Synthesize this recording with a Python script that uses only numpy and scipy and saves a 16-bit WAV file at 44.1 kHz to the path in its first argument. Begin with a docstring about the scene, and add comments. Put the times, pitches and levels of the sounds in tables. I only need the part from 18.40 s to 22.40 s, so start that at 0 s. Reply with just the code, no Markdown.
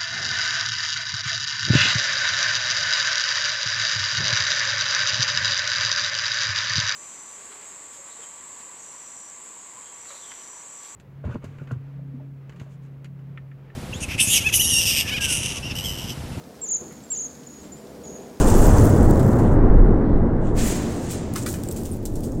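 """A low roar, gusts of air and a hiss of ice grains: ice and snow slide off a tall steel-clad building.
Heavy snow pounds a heap of broken ice, and the structure booms. The roar dies away to a distant machine
drone, while a second shower brings soft snow and ends in a trickle of grains. Single lumps burst into
crumbs, chunks knock, and shards skitter and ring, with a short echo from the walls."""
import sys
import numpy as np
from scipy import signal
from scipy.fft import rfft, irfft
from scipy.io import wavfile
from scipy.ndimage import uniform_filter1d, minimum_filter1d

SR = 44100
rng = np.random.default_rng(int(sys.argv[2]) if len(sys.argv) > 2 else 0)


def store_wav(level_fs):
    """Save 16-bit WAV to argv[1]."""
    pcm = np.round(np.clip(np.atleast_2d(level_fs), -1, 1) * 32767)
    wavfile.write(sys.argv[1], SR, pcm.T.astype(np.int16))


N = 176400  # 4 seconds


def amp(db):
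    """Turns decibels into a gain to multiply by."""
    return 10 ** (np.asarray(db) / 20)


def evened(x):
    """Scales a sound to an average power of one."""
    return x / np.sqrt(np.mean(x ** 2) + 1e-20)


def steadied(x, span_s):
    """Takes out chance swells, so that a level curve alone sets the loudness."""
    power = abs(uniform_filter1d(x ** 2, max(int(span_s * SR), 2)))
    return x / np.sqrt(power + 1e-12)


def level(rows, column=1):
    """Gain over time from a dB curve; silent outside it, unless it ends near the scene's edge."""
    times, db = np.transpose(rows)[[0, column]]
    before = db[0] if times[0] < .1 else -120
    after = db[-1] if times[-1] > 3.9 else -120
    return amp(np.interp(np.arange(N) / SR, times, db, left=before, right=after))


def add(mix, start_s, sound):
    """Mixes a sound in at the given time."""
    part = mix[max(round(start_s * SR), 0):][:len(sound)]
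    part += sound[:len(part)]


def colour(x, tone, size=8192):
    """Gives a sound the tone in a table, with no ringing ahead of each click."""
    hz, db = np.transpose(tone)
    log_hz = np.log(abs(np.fft.fftfreq(size, 1 / SR)) + 1)
    log_gain = np.log(amp(np.interp(log_hz, np.log(hz + 1), db)))
    taps = np.fft.ifft(np.exp(np.conj(signal.hilbert(log_gain)))).real[:size // 2]
    return signal.fftconvolve(x, taps / np.linalg.norm(taps))[:len(x)]


def noise(tone):
    """Steady noise with the tone in a table."""
    hz, db = np.transpose(tone)
    log_hz = np.log(np.fft.rfftfreq(N, 1 / SR) + 1)
    gain = amp(np.interp(log_hz, np.log(hz + 1), db, right=-np.inf))
    return evened(irfft(rfft(rng.standard_normal(N)) * gain, N))


def clicks(n, per_s, spread_db):
    """Clicks at random times, a few stronger than the rest."""
    strength = amp(spread_db * np.minimum(rng.exponential(1, n), 4))
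    return strength * rng.choice([-1., 1.], n) * (rng.random(n) < per_s / SR)


def wall_echo(x, fade_s=0.12):
    """Sound bounces between the steel walls, fading by 60 dB in fade_s."""
    t = np.arange(SR // 2) / SR
    tail = clicks(len(t), per_s=3300, spread_db=0.88) * amp(-60 * t / fade_s) * (t > .005)
    return signal.fftconvolve(x, tail / np.linalg.norm(tail))[:N]


def boom(hz=228, width_hz=10.8, wander=.02, turns_per_s=2.5):
    """The structure booms on one broad note that wanders a little."""
    t = np.arange(N) / SR
    drift = np.interp(t * turns_per_s, np.arange(20), rng.uniform(-1, 1, 20))
    off_note = 2 * (np.fft.fftfreq(N, 1 / SR) - hz) / width_hz
    note = np.fft.ifft(np.fft.fft(rng.standard_normal(N)) / (1 + off_note ** 2))
    bend = np.exp(2j * np.pi * np.cumsum(hz * wander * drift) / SR)
    return evened((note * bend).real)


# How loud the deep rumble of the falling mass is: (time [s], level [dB])
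RUMBLE_LEVEL = [(0, -18), (.55, -16), (1.0, -18), (1.4, -18), (1.75, -19.5), (2.05, -23), (2.3, -23.5),
                (2.65, -29), (3.2, -30.5), (3.65, -31.5), (3.87, -28), (4.0, -28)]
# The tone of that rumble: (frequency [Hz], level [dB])
RUMBLE_TONE = [(30, -25), (60, 0.5), (100, -11.5), (165, 0), (230, -3), (280, -0.5), (355, -3), (450, -8),
               (700, -18), (1000, -31.5), (1500, -78)]
# How loud the higher, rushing part of the roar is: (time [s], level [dB])
RUSH_LEVEL = [(0, -27), (.35, -25.5), (.6, -29.5), (1.0, -30.5), (1.3, -31.5), (1.8, -36), (2.5, -39.5),
              (2.9, -45), (3.3, -47.5), (3.7, -53), (3.9, -48), (4.0, -54)]
# The tone of that rush: (frequency [Hz], level [dB])
RUSH_TONE = [(250, -42), (450, 2.5), (600, 0.5), (1000, -4.5), (1500, -12), (2000, -19), (2400, -31.5),
             (3200, -39.5), (7000, -49.5), (9500, -50), (12000, -65.5), (16000, -77.5)]


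def roar():
    """The sliding mass rumbles, rushes and makes the structure boom, then sinks into the distant drone."""
    rumble = amp(-0.38) * steadied(noise(RUMBLE_TONE), 0.18)
    booming = amp(-8.5) * steadied(boom(), 0.27)
    rush = amp(2) * noise(RUSH_TONE) * level(RUSH_LEVEL)
    return (rumble + booming) * level(RUMBLE_LEVEL) + rush


# How hard heavy snow pounds the heap: (time [s], level [dB])
POUNDING_LEVEL = [(0.0, -21), (0.03, -20.5), (0.29, -18), (0.31, -11), (0.75, -17), (0.77, -12),
                  (0.79, -14.5), (2.24, -26), (2.25, -31), (3.96, -31.5)]
# The dull tone of the pounding: (frequency [Hz], level [dB])
POUNDING_TONE = [(40, -27), (68, -6.5), (88, 0), (105, -0.5), (130, -2.5), (160, -18.5), (260, -50),
                 (600, -87.5)]


def pounding():
    """Heavy snow lands on the heap with a low thudding noise."""
    return amp(-1.2) * steadied(noise(POUNDING_TONE), 0.14) * level(POUNDING_LEVEL)


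# How strong the gusts are: (time [s], level [dB])
GUST_LEVEL = [(0, -18), (.2, -12), (.35, -15.5), (.55, -30), (.66, -13), (.8, -25), (.95, -29), (1.1, -18),
              (1.27, -14), (1.41, -8), (1.55, -19), (1.67, -25), (1.74, -13.5), (1.87, -23.5),
              (2.22, -21.5), (2.35, -33.5), (2.6, -43), (3.2, -43), (3.65, -35.5), (3.77, -24),
              (3.85, -41.5), (4.0, -26)]
# The very deep tone of buffeting air: (frequency [Hz], level [dB])
GUST_TONE = [(5, -9), (14, -0.5), (24, 10.5), (36, 1.5), (50, -6.5), (75, -22), (200, -61), (600, -95)]


def gusts():
    """Moving air buffets in short, deep puffs."""
    return amp(2) * steadied(noise(GUST_TONE), 0.054) * level(GUST_LEVEL)


# How loud the soft snow is: (time [s], level [dB])
SNOW_LEVEL = [(2.15, -57), (2.185, -35), (2.3, -37), (2.6, -47), (2.74, -45), (2.9, -50), (3.2, -53),
              (4.0, -65)]
# The tone of falling powder: (frequency [Hz], level [dB])
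SNOW_TONE = [(400, -15), (1000, -3), (1800, 5.5), (3000, -0.5), (5000, -1.5), (7500, -0.5), (10000, -22),
             (12500, -28), (16000, -30)]


def soft_snow():
    """Soft snow rushes down with the second shower as a smooth hiss."""
    return noise(SNOW_TONE) * level(SNOW_LEVEL)


def grains(per_s, spread_db, ring_scale_s, sizes=28):
    """Each ice grain ticks as it lands and rings briefly; every size has its own note and fade."""
    impacts = clicks(N, per_s, spread_db)
    size = rng.integers(0, sizes, N)
    out, t = np.zeros(N), np.arange(512) / SR
    for k, hz in enumerate(np.linspace(2500, 16000, sizes)):
        fade_s = ring_scale_s * rng.uniform(0.18, 11)
        ring = np.sin(2 * np.pi * hz * t) * np.exp(-t / fade_s)
        tick = rng.standard_normal(len(t)) * np.exp(-t / 0.0013)
        out += signal.oaconvolve(impacts * (size == k), 0.4 * evened(ring) + evened(tick))[:N]
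    return out


def tinkles(sizes=60, fade_s=0.0072):
    """Thin flakes of many sizes land, each size ringing on its own high note."""
    impacts = clicks(N, per_s=260, spread_db=1.9)
    size = rng.integers(0, sizes, N)
    notes_hz = rng.uniform(6200, 15500, sizes)
    out, t = np.zeros(N), np.arange(1024) / SR
    for at in np.flatnonzero(impacts):
        ring = np.sin(2 * np.pi * notes_hz[size[at]] * t) * np.exp(-t / fade_s)
        add(out, at / SR, impacts[at] * ring)
    return evened(out)


# Two showers of grains and a last trickle: (time [s], hiss level [dB], fizz level [dB])
FIRST_SHOWER = [(0.0, -29, -37), (0.056, -38.5, -50), (0.072, -33.5, -38), (0.15, -33.5, -39),
                (0.18, -33.5, -31), (0.38, -37, -44), (0.45, -38.5, -36), (0.528, -42.5, -47),
                (0.982, -52.5, -54.5), (0.986, -46.5, -48), (1.046, -55.5, -61), (1.142, -56.5, -56),
                (1.2, -97, -81)]
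SECOND_SHOWER = [(2.0, -72, -92), (2.074, -56, -81), (2.14, -63, -80), (2.174, -40, -41),
                 (2.19, -33.5, -47), (2.288, -33, -35), (2.31, -30.5, -43), (2.44, -46, -56),
                 (2.678, -46, -56), (2.716, -34, -48), (2.796, -45.5, -72), (2.94, -65, -76)]
TRICKLE = [(2.92, -58, -70), (2.95, -38, -52), (3.0, -32, -52), (3.15, -54, -61), (3.22, -45, -58),
           (3.4, -43, -54), (3.55, -46.5, -55), (3.6, -58, -66), (3.8, -46.5, -60), (4.0, -51.5, -67)]
# The tone of the grains' main hiss: (frequency [Hz], level [dB])
HISS_TONE = [(1000, -35), (2500, -5), (4000, -8), (5800, -2.5), (7400, 2.5), (8600, -1.5), (10000, -10),
             (11500, -22.5), (16000, -42.5)]
# The bright fizz of the nearest grains: (frequency [Hz], level [dB])
FIZZ_TONE = [(6000, -32), (9000, -8), (10500, -5), (12500, -7), (14500, -6), (16000, -6.5)]


def shower(curve, per_s, ring_scale_s, hiss_db, fizz_db, clump_s=.018):
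    """Ice grains rain on the heap in clumps; the nearest add a bright fizz."""
    hail = evened(grains(per_s, spread_db=2.6, ring_scale_s=ring_scale_s)) + amp(-8.5) * tinkles()
    span = int(clump_s * SR)
    clumps = uniform_filter1d(rng.standard_normal(N), span)
    clumps = evened(uniform_filter1d(clumps, span // 2))  # a quick, random flutter in loudness
    hiss = amp(hiss_db + .9 * clumps) * steadied(colour(hail, HISS_TONE), 0.15)
    fizz = amp(fizz_db + 1.8 * clumps) * steadied(colour(hail, FIZZ_TONE), .08)
    return hiss * level(curve) + fizz * level(curve, column=2)


# How loud the crackle of larger grains is: (time [s], level [dB])
CRACKLE_LEVEL = [(0, -39), (1.0, -53.5), (1.25, -93), (2.12, -96), (2.2, -45), (2.75, -63), (3.4, -55),
                 (4.0, -68)]
# The tone of hard ice, shared with the shards below: (frequency [Hz], level [dB])
HARD_ICE_TONE = [(1000, -27.5), (2500, -9), (7800, 0.5), (11000, -5.5), (16000, 1.5)]


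def crackle():
    """Larger grains land and tick one by one."""
    ticks = grains(per_s=260, spread_db=3.5, ring_scale_s=.0003)
    return level(CRACKLE_LEVEL) * steadied(colour(ticks, HARD_ICE_TONE), 0.17)


# Runs of loose bits: (middle time [s], level [dB], half length [s], note [Hz])
RATTLES = [(1.057, -55, 0.045, 3000), (1.7, -65.5, .08, 3700), (2.073, -58.5, 0.053, 3100),
           (2.065, -59.5, .04, 6700)]


def rattles():
    """Loose bits rattle across the heap in short runs, each around its own note."""
    out, t = np.zeros(N), np.arange(N) / SR
    bits = grains(per_s=1500, spread_db=2, ring_scale_s=.0003)
    for middle_s, db, half_s, hz in RATTLES:
        band = signal.butter(2, [hz / 1.2, hz * 1.2], "band", fs=SR, output="sos")
        swell = np.exp(-((t - middle_s) / half_s) ** 2)
        out += amp(db) * swell * steadied(signal.sosfilt(band, bits), .02)
    return out


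# Single shards that click: (time [s], level [dB], middle of their notes [Hz])
SHARDS = [(.305, -29, 6800), (.384, -18, 6000), (.456, -20, 12000), (.495, -27, 12000), (.6295, -29, 8500),
          (0.7088, -22.5, 8100), (0.712, -30, 7500), (.83, -27, 11500), (.8635, -32, 12500),
          (.8785, -31, 13000), (.932, -31, 4200), (1.26, -57, 4020), (1.375, -54, 3500),
          (2.938, -22.5, 10100), (2.962, -18, 6040), (3.1285, -26, 13000), (3.236, -23.5, 8000),
          (3.288, -24, 9100), (3.325, -25, 11000), (3.4345, -31, 13000), (3.5698, -38, 13000),
          (3.6542, -22, 8350), (3.66, -28, 5430), (3.8065, -31.5, 9400), (3.921, -32, 6000)]
# Thin splinters that ring: (time [s], note [Hz], level [dB])
SPLINTERS = [(.073, 8800, -20), (0.219, 8800, -22), (.27, 13950, -26), (3.034, 7500, -27),
             (3.276, 9000, -34), (3.287, 7660, -26), (3.326, 14900, -30), (3.516, 8940, -30),
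             (3.5213, 9050, -30)]


def shards(notes=8, note_spread=0.16, crack_s=.001, chink_s=0.0012, ring_s=0.0024):
    """Hard pieces crack and chink with a cluster of short notes; thin splinters ring on just one."""
    ticks, rings, t = np.zeros(N), np.zeros(N), np.arange(SR // 16) / SR
    for start_s, db, hz in SHARDS:
        notes_hz = hz * (1 + note_spread * rng.uniform(-1, 1, (notes, 1)))
        waves = np.sin(2 * np.pi * (notes_hz * t + rng.random((notes, 1))))
        chink = waves.sum(0) / np.sqrt(notes / 2) * np.exp(-t / chink_s)
        crack = rng.standard_normal(len(t)) * np.exp(-t / crack_s)
        add(ticks, start_s, amp(db) * (.5 * chink + amp(-3) * crack))
    for start_s, hz, db in SPLINTERS:
        add(rings, start_s, amp(db) * np.sin(2 * np.pi * hz * t) * np.exp(-t / ring_s))
    return colour(ticks, HARD_ICE_TONE) + rings


# Solid chunks landing: (time [s], level [dB], lowest note [Hz])
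CHUNKS = [(2.958, -27.5, 1228), (3.062, -28, 1378), (3.14, -35, 1763)]
# The notes in each chunk: (pitch [times the lowest note], level [dB], time to fade by 60 dB [s])
CHUNK_NOTES = [(1, -3.5, 0.055), (1.41, -6, 0.066), (1.7, -10, .07), (3.46, -9, .06)]


def chunks():
    """Solid chunks land with a ringing knock of a few notes, higher the smaller the chunk."""
    out, t = np.zeros(N), np.arange(SR // 6) / SR
    for start_s, db, hz in CHUNKS:
        for ratio, note_db, fade_s in CHUNK_NOTES:
            ring = amp(db + note_db - 60 * t / fade_s) * np.sin(2 * np.pi * hz * ratio * t)
            add(out, start_s, rng.choice([-1., 1.]) * ring)
    return out


# Lumps that burst:
# (time [s], crumb level [dB], crumb fade time [s], knock level [dB], low edge of the knock [Hz])
LUMPS = [(0.795, -36, 0.011, -47.5, 3020), (.987, -48, 0.018, -51, 2000), (2.709, -32.5, 0.027, -61, 2000),
         (2.9564, -32, 0.024, -30, 1000), (2.975, -33, 0.017, -43, 1510), (3.0616, -29.5, 0.033, -32, 1110),
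         (3.086, -32.5, 0.042, -55, 1800), (3.139, -37.5, 0.023, -43, 1300),
         (3.3112, -31.5, 0.0066, -54, 2500), (3.363, -37, 0.027, -50, 2020), (3.454, -36, 0.016, -50, 2480),
         (3.655, -33.5, 0.014, -48, 3200), (3.7557, -39, 0.014, -66, 3000),
         (3.8347, -39.5, 0.029, -56, 2800)]
# The tone of scattering crumbs: (frequency [Hz], level [dB])
CRUMB_TONE = [(1000, -19), (2500, -22), (4000, -10), (6000, -4.5), (7800, -0.5), (9000, -4), (11000, -8),
              (14000, -9), (16000, -8.5)]


def lumps(knock_s=0.019):
    """Each lump knocks on the heap and bursts into crumbs whose patter dies away."""
    crumbs, knocks, t = np.zeros(N), np.zeros(N), np.arange(SR // 4) / SR
    patter = steadied(grains(per_s=2200, spread_db=-2.5, ring_scale_s=.0007), 0.011)
    for start_s, crumb_db, fade_s, knock_db, edge_hz in LUMPS:
        pick = rng.integers(0, N - len(t))
        add(crumbs, start_s, amp(crumb_db) * patter[pick:pick + len(t)] * np.exp(-t / fade_s))
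        cut_lows = signal.butter(4, edge_hz, "high", fs=SR, output="sos")
        soften_highs = signal.butter(1, edge_hz * 1.1, "low", fs=SR, output="sos")
        crush = signal.sosfilt(cut_lows, rng.standard_normal(len(t)))
        crush = signal.sosfilt(soften_highs, crush)
        body = signal.iirpeak(edge_hz * 1.25, Q=4, fs=SR)  # the lump rings just above the low edge
        knock = evened(crush + 1.8 * signal.lfilter(*body, crush))
        add(knocks, start_s, amp(knock_db) * knock * np.exp(-t / knock_s))
    return colour(crumbs, CRUMB_TONE) + knocks


def scene():
    """Mixes everything into one channel; only the sharp hits get an echo."""
    hits = lumps() + chunks() + shards() + crackle() + rattles()
    showers = (shower(FIRST_SHOWER, per_s=3000, ring_scale_s=0.00098, hiss_db=0.2, fizz_db=-3.0)
               + shower(SECOND_SHOWER, per_s=7000, ring_scale_s=0.00037, hiss_db=-1.0, fizz_db=0.0)
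               + shower(TRICKLE, per_s=2000, ring_scale_s=0.0014, hiss_db=-7.5, fizz_db=3.5))
    background = roar() + pounding() + gusts() + soft_snow()
    return (background + showers + hits + amp(-13) * wall_echo(hits))[None]


def record(dry, ceiling=.9, span=441, top_hz=15950):
    """Smoothly turns down any peak above the ceiling, then cuts the very highest treble."""
    gain = np.minimum(ceiling / (abs(dry) + 1e-9), 1)
    held = minimum_filter1d(gain, 2 * span)
    smooth = uniform_filter1d(uniform_filter1d(held, span), span)
    treble_cut = signal.firwin(511, top_hz, window=("kaiser", 8), fs=SR)
    return signal.oaconvolve(dry * smooth, treble_cut[None], "same")


dry = scene()
out = record(dry)
store_wav(out)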